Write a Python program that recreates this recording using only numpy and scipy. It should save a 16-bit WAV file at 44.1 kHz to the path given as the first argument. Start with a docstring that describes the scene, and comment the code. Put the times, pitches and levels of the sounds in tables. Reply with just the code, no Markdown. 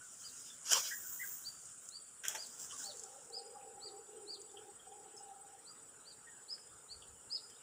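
"""Crickets pulse in open air while birds call faintly and one small bird repeats a high arched note.
An angler draws line and casts: the rod swishes at 0.7 s and line hisses off the reel.
The line ticks on the guides, the bail clacks shut at 2.3 s and slack is wound in.
A faint drone sets in, then a rough two-tone hooting comes from far off until 5.6 s.
The crickets and birds carry on, with a few soft low bumps near the end."""
import sys
import numpy as np
from scipy import signal
from scipy.fft import rfft, irfft, next_fast_len
from scipy.io import wavfile
from scipy.ndimage import uniform_filter1d

SR = 44100
rng = np.random.default_rng(int(sys.argv[2]) if len(sys.argv) > 2 else 0)


def materialize(psi):
    """Save the field psi as 16-bit PCM at rate SR to the path in sys.argv[1].

    A 1-D psi becomes a single channel; in a 2-D psi each row is a channel.
    """
    bounded = np.clip(np.atleast_2d(psi).T, -1, 1)
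    quanta = np.round(bounded * 32767).astype(np.int16)
    wavfile.write(sys.argv[1], SR, quanta)


N = 336042
TIME = np.arange(N) / SR


def amp(db):
    """Decibels to gain."""
    return 10 ** (np.asarray(db) / 20)


def unit(x):
    """Scale to rms 1."""
    return x / np.sqrt(np.mean(abs(x) ** 2) + 1e-20)


def add(mix, s, sound):
    """Mix a sound in at s seconds."""
    part = mix[max(round(s * SR), 0):][:len(sound)]
    part += sound[:len(part)]


def envelope(s, hold_s, attack_s, release_s):
    """Gain 1 from s for hold_s; 20 dB of rise per attack_s before, 20 dB of fall per release_s after."""
    outside = np.maximum((s - TIME) / attack_s, (TIME - s - hold_s) / release_s)
    return amp(-20 * np.clip(outside, 0, 10))


def noise():
    """White noise, rms 1."""
    return rng.standard_normal(N)


def drift(hz):
    """Random wander, rms 1, with a bandwidth of about hz."""
    t = np.linspace(0, N / SR, 8192)
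    lowpass = np.exp(-.5 * (np.fft.rfftfreq(len(t), t[1]) / hz) ** 2)
    return np.interp(TIME, t, unit(irfft(rfft(rng.standard_normal(len(t))) * lowpass)))


def grains(per_s, spread_db):
    """Dense tiny impacts of uneven size."""
    size = amp(spread_db * np.minimum(rng.exponential(1, N), 4))
    return unit(noise() * size * (rng.random(N) < per_s / SR))


def fuzzy_tone(hz, width_hz, rough, wander_hz=9):
    """Tone with the share `rough` of its power scattered into a narrow band."""
    phase = 2 * np.pi * np.cumsum(hz + wander_hz * drift(5.97)) / SR
    steady, scattered = np.sqrt(1 - rough), np.sqrt(rough / 2)
    in_phase = (steady + scattered * drift(width_hz)) * np.cos(phase)
    return unit(in_phase + scattered * drift(width_hz) * np.sin(phase))


def patchy(x, depth_db):
    """Narrow bands swell and fade for a few tens of milliseconds each."""
    bands = signal.stft(x, nperseg=512)[2]
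    field = rng.standard_normal(bands.shape)
    for _ in range(2):
        field = uniform_filter1d(uniform_filter1d(field, size=3, axis=0), size=6, axis=1)
    return unit(signal.istft(bands * amp(depth_db * unit(field)), nperseg=512)[1][:N])


def response_db(freqs, spectrum, skirt_db_per_oct):
    """Interpolate a (Hz, dB) spectrum over octaves, rolling off beyond its ends."""
    hz, db = np.transpose(spectrum)
    octave, known = np.log2(freqs + 1), np.log2(hz)
    beyond = abs(octave - np.clip(octave, known[0], known[-1]))
    return np.interp(octave, known, db) - skirt_db_per_oct * beyond


def colour(x, spectrum):
    """Zero-phase filter; output rms 1."""
    size = next_fast_len(N, True)
    gain = amp(response_db(np.fft.rfftfreq(size, 1 / SR), spectrum, skirt_db_per_oct=42))
    return unit(irfft(rfft(x, size) * gain, size)[:N])


def ring(x, spectrum):
    """Strike a minimum-phase body with x."""
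    db = response_db(abs(np.fft.fftfreq(4096, 1 / SR)), spectrum, skirt_db_per_oct=24)
    log_gain = np.log(amp(np.maximum(db, -70)))
    body = np.fft.ifft(np.exp(np.conj(signal.hilbert(log_gain)))).real
    return signal.oaconvolve(x, body / np.linalg.norm(body))[:N]


def echo(x, db, t60_s):
    """Sparse, fading reflections, without the direct sound."""
    t = np.arange(SR) / SR
    taps = rng.standard_normal(SR) * (rng.random(SR) < .1) * (t > .003) * amp(-60 * t / t60_s)
    return amp(db) * signal.fftconvolve(x, taps / np.linalg.norm(taps))[:N]


# open air (frequency [Hz], level [dB])
AIR_SPECTRUM = [(20, -17), (60, -3.5), (120, 2.5), (260, -1), (440, -0.5), (660, -3.5), (1000, -8),
                (1350, 4), (2100, -10.5), (3200, -8), (4100, -15), (5600, -6.5), (11000, -21.5),
                (15500, -14.5)]


def air():
    """A faint wash from the open land."""
    return amp(-67) * colour(patchy(noise(), depth_db=2.5), AIR_SPECTRUM)


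# far insects (frequency [Hz], level [dB])
CHORUS_SPECTRUM = [(6650, -62), (6970, -6.5), (7350, -1.5), (7900, -3.5), (8380, -2.5), (8480, -9),
                   (9200, -5.5), (10000, -9.5), (10550, -17), (10700, -25)]
# chorus loudness (time [s], level [dB])
CHORUS_CURVE = [(0, -59), (2.1, -59), (3.3, -62), (4.5, -62.5), (5.5, -63.5), (6.5, -62.5), (7.6, -61)]


def insect_chorus(flutter_db=.4):
    """Far crickets blend into a hiss."""
    hiss = colour(patchy(noise(), depth_db=.5), CHORUS_SPECTRUM)
    return hiss * amp(np.interp(TIME, *np.transpose(CHORUS_CURVE)) + flutter_db * drift(40))


# near crickets (pitch [Hz], pulse rate [Hz], time of one pulse [s], level [dB], depth [0-1], width [Hz])
CRICKET_TONES = [(8105, 16.8, 4.703, -65.5, .9, 16), (8355, 16.8, 4.71, -73, .6, 30),
                 (7815, 17.1, 5.03, -67, .55, 24), (7970, 21.5, 5.24, -72, .6, 24),
                 (7010, 24, 4.8, -68, .55, 60)]
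# neighbouring cricket's bouts (time [s], length [s])
CRICKET_BOUTS = [(3.63, 0.48), (4.276, 0.35), (4.935, 0.31), (5.655, 0.26), (6.273, 0.22)]


def crickets(fade_db_per_s=.45, rest_db=-19, bout_db=2.5, lift_hz=30, swell_db=1):
    """Pulsing tones that lift in pitch on each pulse; the nearest eases off, its neighbour has bouts."""
    nearest_db = 1.2 - fade_db_per_s * TIME
    singing = np.max([envelope(s, length, .057, .057) for s, length in CRICKET_BOUTS], axis=0)
    neighbour_db = rest_db + (bout_db - rest_db) * singing
    efforts_db = [nearest_db, nearest_db, neighbour_db, 0, 0]  # the nearest rings on two pitches
    out = np.zeros(N)
    for (hz, pulse_hz, s, db, depth, width_hz), effort_db in zip(CRICKET_TONES, efforts_db):
        cycle = 2 * np.pi * pulse_hz * (TIME - s)
        stroke = (.5 + .5 * np.cos(cycle)) ** 3
        pulsing = unit(1 + depth * (stroke - 1))
        tone = fuzzy_tone(hz + lift_hz * np.sin(cycle), width_hz, rough=.4)
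        out += amp(db + effort_db + swell_db * drift(.38)) * pulsing * tone
    return out


# bird calls (time [s], length [s], start pitch [Hz], middle pitch [Hz], end pitch [Hz], level [dB])
BUSH_CALLS = [(0.005, 0.027, 1415, 1488, 1420, -61), (0.902, 0.035, 1464, 1944, 1450, -49.5),
              (0.903, 0.052, 1602, 1633, 1660, -50), (1.031, .04, 1600, 1500, 1460, -62.5),
              (1.19, 0.042, 1745, 1992, 1860, -50.5), (1.23, 0.025, 1460, 1635, 1600, -50.5),
              (2.723, 0.024, 1140, 1116, 1090, -56.5), (2.796, 0.033, 1710, 1550, 1380, -60),
              (3.555, 0.013, 1180, 1140, 1040, -63), (3.608, 0.012, 2410, 2570, 2600, -69),
              (4.57, 0.0066, 3180, 3210, 2480, -53.5), (4.791, 0.019, 3400, 3223, 3050, -67.5),
              (4.914, 0.016, 3360, 3230, 3140, -69), (5.166, 0.04, 6290, 6500, 6440, -67),
              (5.168, 0.019, 5170, 5290, 4800, -61), (5.7, 0.019, 1250, 1290, 1290, -65.5),
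              (6.263, 0.032, 1930, 1835, 1590, -64), (6.311, 0.074, 1695, 1643, 1640, -74),
              (7.021, 0.007, 4100, 3260, 2660, -58), (7.51, 0.02, 3200, 3070, 3100, -70),
              (7.557, 0.02, 3470, 3670, 3720, -70)]


def bush_birds(waver=.029):
    """Short, slightly hoarse whistles from deep in the bushes."""
    out, wobble = np.zeros(N), 1 + waver * drift(185)
    for s, length, *pitches_hz, db in BUSH_CALLS:
        u = np.linspace(-1, 1, int(length * SR))
        hz = np.polyval(np.polyfit([-1, 0, 1], pitches_hz, 2), u)
        hz *= np.interp(s + length * (u + 1) / 2, TIME, wobble)
        note = signal.windows.tukey(len(u), .6) * np.sin(2 * np.pi * np.cumsum(hz) / SR)
        add(out, s, amp(db) * unit(note))
    return out + echo(out, db=-2, t60_s=.14) + echo(out, db=-11, t60_s=.4)


def far_twitter(per_s=14, softest_db=-78):
    """Distant falling peeps, blurred by the bushes."""
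    out = np.zeros(N)
    for when, pitch, glide, size, length in rng.random((int(per_s * N / SR), 5)):
        u = np.linspace(-1, 1, int((.005 + .01 * length) * SR))
        hz = (2600 + 1300 * pitch) * (1 - .25 * glide * u)
        peep = np.hanning(len(u)) * np.sin(2 * np.pi * np.cumsum(hz) / SR)
        add(out, when * N / SR, amp(softest_db) * (1 + size) * unit(peep))
    return echo(out, db=0, t60_s=.25)


# hand draws line or turns the reel (time [s], length [s], rub [dB], fizz [dB], rattle [dB])
HAND_STROKES = [(0.03, 0.12, -60.5, -75, -99), (0.2, 0.21, -55.5, -69, -72),
                (0.466, 0.085, -63.5, -74, -63.5), (1.65, 0.062, -63, -82, -77),
                (1.833, 0.048, -68, -70, -84), (2.296, 0.024, -51, -68, -68), (2.39, 0.15, -57, -70, -73.5),
                (2.6, 0.048, -49, -61, -81), (2.708, 0.047, -53, -74, -56.5),
                (2.797, 0.052, -49.5, -61, -77), (2.912, 0.16, -58.5, -76, -73.5),
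                (3.127, 0.13, -63.5, -83, -92)]
# line let go, then stopped by the bail (time [s], level [dB])
LINE_JERKS = [(.722, -40), (2.282, -52)]
# line over the spool lip (frequency [Hz], level [dB])
FIZZ_SPECTRUM = [(10000, -10), (11200, -3), (11800, -14), (13000, -2), (14000, 1), (14700, 14),
                 (15500, 7.5)]
# taut line exciting the rod's resonances (frequency [Hz], level [dB])
SCRAPE_SPECTRUM = [(2700, -26), (3200, -5), (4200, -14), (5050, 4.5), (5350, 7), (5750, 7), (6300, 2.5)]
# line through the guides (frequency [Hz], level [dB])
RUB_SPECTRUM = [(90, -14), (250, -13), (450, -22), (1500, -10), (2200, -24.5), (3200, -16.5), (4300, -25),
                (5200, -10.5), (6100, -6), (7000, 4.5), (8000, -2), (9500, -9.5), (11000, -18.5),
                (13000, -60)]
# reel turning in its housing (frequency [Hz], level [dB])
RATTLE_SPECTRUM = [(180, -24), (250, 19), (400, -51), (800, -9), (1150, -10), (1550, 9), (2100, -12.5),
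                   (2800, 4.5), (3500, 10.5), (4300, -6)]


def fishing_line(let_go_s=.72, flight_s=.615, flight_db=-51, growth_db_per_s=8):
    """Hand strokes rub the line and rattle the reel; in flight the line hisses off the spool."""
    gates = [envelope(s, length, attack_s=.05, release_s=.095) for s, length, *_ in HAND_STROKES]
    hand_rub, hand_fizz, hand_rattle = amp(np.transpose(HAND_STROKES)[2:]) @ gates
    jerks = sum(amp(db) * envelope(s, .004, attack_s=.006, release_s=.04) for s, db in LINE_JERKS)
    fizz_db = flight_db + growth_db_per_s * np.clip(TIME - let_go_s, 0, flight_s)
    flight_fizz = amp(fizz_db) * envelope(let_go_s, flight_s, attack_s=.025, release_s=.18)
    flight_rub = amp(flight_db) * envelope(let_go_s, flight_s, attack_s=.26, release_s=.66)
    fizz = amp(.3 * drift(40)) * colour(patchy(noise(), depth_db=4), FIZZ_SPECTRUM)
    scrape = amp(-8) * colour(patchy(noise(), depth_db=4.5), SCRAPE_SPECTRUM)
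    rub = colour(patchy(grains(per_s=5900, spread_db=0), depth_db=2), RUB_SPECTRUM)
    rattle = colour(patchy(grains(per_s=1500, spread_db=1.5), depth_db=10), RATTLE_SPECTRUM)
    return ((hand_fizz + jerks + flight_fizz) * fizz + hand_rub * scrape
            + (hand_rub + flight_rub) * rub + hand_rattle * rattle)


# arched notes (time of top [s], top pitch [Hz], level [dB], rise [s], fall [s])
ARCHED_NOTES = [(0.263, 4910, -56, 0.039, 0.042), (1.476, 4765, -48.5, 0.037, 0.024),
                (1.967, 4674, -54.5, 0.07, 0.017), (2.418, 4920, -51.5, 0.062, 0.044),
                (2.878, 4597, -51.5, 0.054, 0.051), (3.365, 5030, -48, 0.05, 0.04),
                (3.856, 4764, -52.5, 0.057, 0.045), (4.318, 4782, -50, .058, 0.052),
                (5.697, 4820, -59, 0.05, 0.015), (6.093, 4750, -59.5, 0.056, 0.046),
                (6.523, 5130, -47.5, 0.046, 0.033), (6.928, 4650, -54.5, 0.051, 0.026),
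                (7.338, 5080, -42.5, 0.044, 0.048)]


def small_bird(climb=.235, drop=.3, drop_s=.045, corner=.417, ends_db=-29, waver=.012, bank_s=.085):
    """A pure whistle slides up, rounds a corner and falls; its loud top lingers among the trees."""
    direct, tops, wobble = np.zeros(N), np.zeros(N), 1 + waver * drift(140)
    for s, top_hz, db, rise, fall in ARCHED_NOTES:
        t = np.arange(-rise, fall, 1 / SR)
        u = np.where(t < 0, t / rise, [t / fall, t / drop_s])  # pitch drops at one pace in all notes
        fade, bend = (np.hypot(u, corner) - corner) / (np.hypot(1, corner) - corner)
        hz = top_hz * (1 - np.where(t < 0, climb, drop) * bend) * np.interp(s + t, TIME, wobble)
        gain = amp(db + ends_db * fade ** 1.62) * signal.windows.tukey(len(t), .12)
        note = np.sqrt(2) * gain * np.sin(2 * np.pi * np.cumsum(hz) / SR)
        add(direct, s - rise, note)
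        add(tops, s - rise, note * amp(-22 * bend))
    leaves = echo(direct, db=-1, t60_s=.16)
    trees = echo(tops, db=-11, t60_s=.45)
    far_bank = np.zeros(N)
    add(far_bank, bank_s, echo(tops, db=-14, t60_s=.45))
    return amp(2) * direct + leaves + trees + far_bank


# rod lifted back, whipped forward, rebounding (time [s], relative speed [dB])
SWING = [(.25, -55), (.47, -28), (.53, -39), (.62, -57), (.66, -19), (.7, -11.5), (.72, 3), (.745, -5),
         (.775, -5), (.83, -17), (.88, -13), (.95, -29.5)]
# rod's high whistle (frequency [Hz], level [dB])
WHISTLE_SPECTRUM = [(4200, -29), (4950, 4), (5300, -1), (5800, 5.5), (6300, -3), (6800, 2.5), (7500, -2),
                    (8600, -9), (11000, -12), (13000, -19), (15300, -27)]
# rod's lower rush (frequency [Hz], level [dB])
RUSH_SPECTRUM = [(130, -15), (300, -16), (520, -4.5), (750, -8), (1100, -13), (1500, 6.5), (2100, -3.5),
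                 (2600, 3), (3150, 6.5), (4000, -2.5), (4800, 2.5)]
# thick butt's hollow whoosh (frequency [Hz], level [dB])
WHOOSH_SPECTRUM = [(400, -17), (520, 1), (680, -14), (950, 5), (1200, 4.5), (1500, 2), (1800, -17)]


def rod_swish():
    """The rod sheds eddies: whistle and rush grow with its speed, the whoosh comes as it slows."""
    speed = amp(np.interp(TIME, *np.transpose(SWING), left=-120, right=-120))
    slowing = envelope(.749, hold_s=.026, attack_s=.084, release_s=.053)
    whistle = amp(-31) * speed ** .84 * colour(patchy(noise(), depth_db=2), WHISTLE_SPECTRUM)
    rush = amp(-35) * speed ** 1.09 * colour(patchy(noise(), depth_db=4.5), RUSH_SPECTRUM)
    whoosh = amp(-43) * slowing * colour(patchy(noise(), depth_db=3), WHOOSH_SPECTRUM)
    return whistle + rush + whoosh


# reel and tackle clicks (time [s], snap [dB], knock [dB], t60 [s])
REEL_CLICKS = [(0.7325, -18.5, -31, 0.011), (0.7313, -27, -40, 0.029), (2.236, -50.5, -48.5, 0.45),
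               (2.2519, -37.5, -36, 0.026), (2.262, -45, -43.5, 0.041), (2.283, -20, -47, 0.0078),
               (2.286, -47.5, -51.5, 0.34), (2.349, -41, -43, 0.1), (5.946, -76, -65, 0.03),
               (6.58, -74, -61, 0.05), (7.499, -57, -66, 0.044)]
# bright snap (frequency [Hz], level [dB])
SNAP_SPECTRUM = [(2000, -51), (3200, 9.5), (4300, -23), (5500, 13.5), (7000, 9), (8500, 3.5), (11000, -4),
                 (13000, -5), (15500, -6)]
# dull knock of the housing (frequency [Hz], level [dB])
KNOCK_SPECTRUM = [(180, -12), (350, -11), (620, -8), (950, -4), (1550, 14.5), (2200, 6), (3100, 11),
                  (4200, -11), (6000, -33.5)]


def reel_clicks():
    """Bursts of chatter ring as a bright snap and a dull knock of the housing."""
    snaps, knocks, t = np.zeros(N), np.zeros(N), np.arange(SR // 5) / SR
    for s, snap_db, knock_db, t60_s in REEL_CLICKS:
        chatter = rng.choice([-1., 1.], len(t)) * amp(-60 * t / t60_s)
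        add(snaps, s, amp(snap_db) * chatter)
        add(knocks, s, amp(knock_db) * chatter)
    out = ring(snaps, SNAP_SPECTRUM) + ring(knocks, KNOCK_SPECTRUM)
    return out + echo(out, db=-9.5, t60_s=.12) + echo(out, db=-16, t60_s=.86)


# line hitting the guides (time [s], level [dB])
GUIDE_FLICKS = [(1.656, -34), (1.856, -39), (1.8894, -28.5), (2.469, -33.5), (2.612, -34), (2.721, -34),
                (2.841, -28), (2.971, -33), (2.996, -29), (3.037, -29), (3.3012, -38), (4.341, -40),
                (4.4168, -34.5), (4.516, -41), (5.167, -37)]
# guide ring (frequency [Hz], level [dB])
GUIDE_SPECTRUM = [(3500, -25), (5200, 2), (6300, 6.5), (7500, 15.5), (8800, 1), (10500, -1), (13000, -28),
                  (15500, -18)]


def guide_ticks():
    """The line flicks a small hard ring: a sharp tick and a short shiver of the rod."""
    flicks = np.zeros(N)
    for s, db in GUIDE_FLICKS:
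        add(flicks, s, [2 * amp(db)])
    ticks = ring(flicks, GUIDE_SPECTRUM)
    return ticks + echo(ticks, db=-3, t60_s=.012)


# bail impacts (time [s], level [dB])
BAIL_CLUNKS = [(2.298, -59), (2.352, -49.5)]
# bail resonances (frequency [Hz], level [dB])
BAIL_SPECTRUM = [(300, -12), (420, 6), (520, -4), (640, 13), (760, 1), (900, 9), (1100, -30)]


def bail():
    """The bail rings low as it shuts and seats."""
    gain = sum(amp(db) * envelope(s, .0059, attack_s=.019, release_s=.061) for s, db in BAIL_CLUNKS)
    return gain * colour(noise(), BAIL_SPECTRUM)


# far drone (frequency [Hz], level [dB])
DRONE_SPECTRUM = [(250, -9), (330, -11), (440, 4), (620, -11), (850, -1.5), (1050, -8.5)]


def far_drone(start_s=2.31):
    """A faint band of noise sets in and stays."""
    gain = amp(-71) * envelope(start_s, N / SR, attack_s=.47, release_s=1)
    return gain * colour(noise(), DRONE_SPECTRUM)


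# hoots (time [s], length [s], low tone pitch [Hz], low tone level [dB], high tone level [dB])
FAR_HOOTS = [(2.846, 0.044, 589, -67, -61), (2.901, .03, 593, -64, -84), (2.95, 0.0505, 439.4, -66, -82),
             (3.033, 0.055, 452, -62.5, -63.5), (3.128, .09, 532, -64, -68), (3.301, 0.11, 450, -59, -60.5),
             (3.451, 0.077, 462.5, -56.5, -68), (3.559, 0.067, 520, -67, -58.5),
             (3.649, .055, 451, -57, -63.5), (3.769, 0.03, 433, -61, -59), (3.867, 0.13, 417, -57.5, -63.5),
             (4.095, 0.224, 422, -59.5, -66), (4.361, 0.11, 422, -61, -76), (4.543, 0.15, 420, -59, -62),
             (4.875, 0.19, 425, -61, -59), (5.14, 0.059, 418, -63.5, -66), (5.2, 0.36, 420, -81, -62)]


def hooting(flutter_db=1.66, flutter_hz=11, pulse_hz=44, pulse_depth=.22):
    """Two rough, fluttering tones come in stretches, blurred by distance."""
    gates = [envelope(s, length, attack_s=.03, release_s=.073) for s, length, *_ in FAR_HOOTS]
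    start, length, low_hz, low_db, high_db = np.transpose(FAR_HOOTS)
    low = fuzzy_tone(np.interp(TIME, start + length / 2, low_hz), width_hz=55, rough=.72)
    high = fuzzy_tone(hz=796, width_hz=33.5, rough=.81)
    low *= amp(-1 + flutter_db * drift(flutter_hz)) * (amp(low_db) @ gates)
    high *= amp(flutter_db * drift(flutter_hz)) * (amp(high_db) @ gates)
    cycles = np.cumsum(pulse_hz * (1 + .1186 * drift(8.22))) / SR
    return (low + high) * unit(1 + pulse_depth * np.cos(2 * np.pi * cycles))


# soft bumps (time [s], level [dB])
LOW_BUMPS = [(6.72, -76), (6.96, -68), (7.115, -65)]


def low_bumps():
    """Brief swells of low rumble."""
    gain = sum(amp(db) * envelope(s, .03, attack_s=.074, release_s=.059) for s, db in LOW_BUMPS)
    return gain * colour(noise(), [(30, -5), (70, 5), (130, -2.5)])


def scene():
    """Everything at one microphone on the ditch bank."""
    out = air() + insect_chorus() + crickets() + bush_birds() + far_twitter()
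    out += fishing_line() + small_bird() + rod_swish() + reel_clicks() + guide_ticks() + bail()
    out += far_drone() + hooting() + low_bumps()
    return out[None]


def record(dry):
    """Band limit at 15.6 kHz."""
    lowpass = signal.firwin(801, 15600, window=("kaiser", 8), fs=SR)
    return signal.oaconvolve(dry, lowpass[None], "same")


dry = scene()
out = record(dry)
materialize(out)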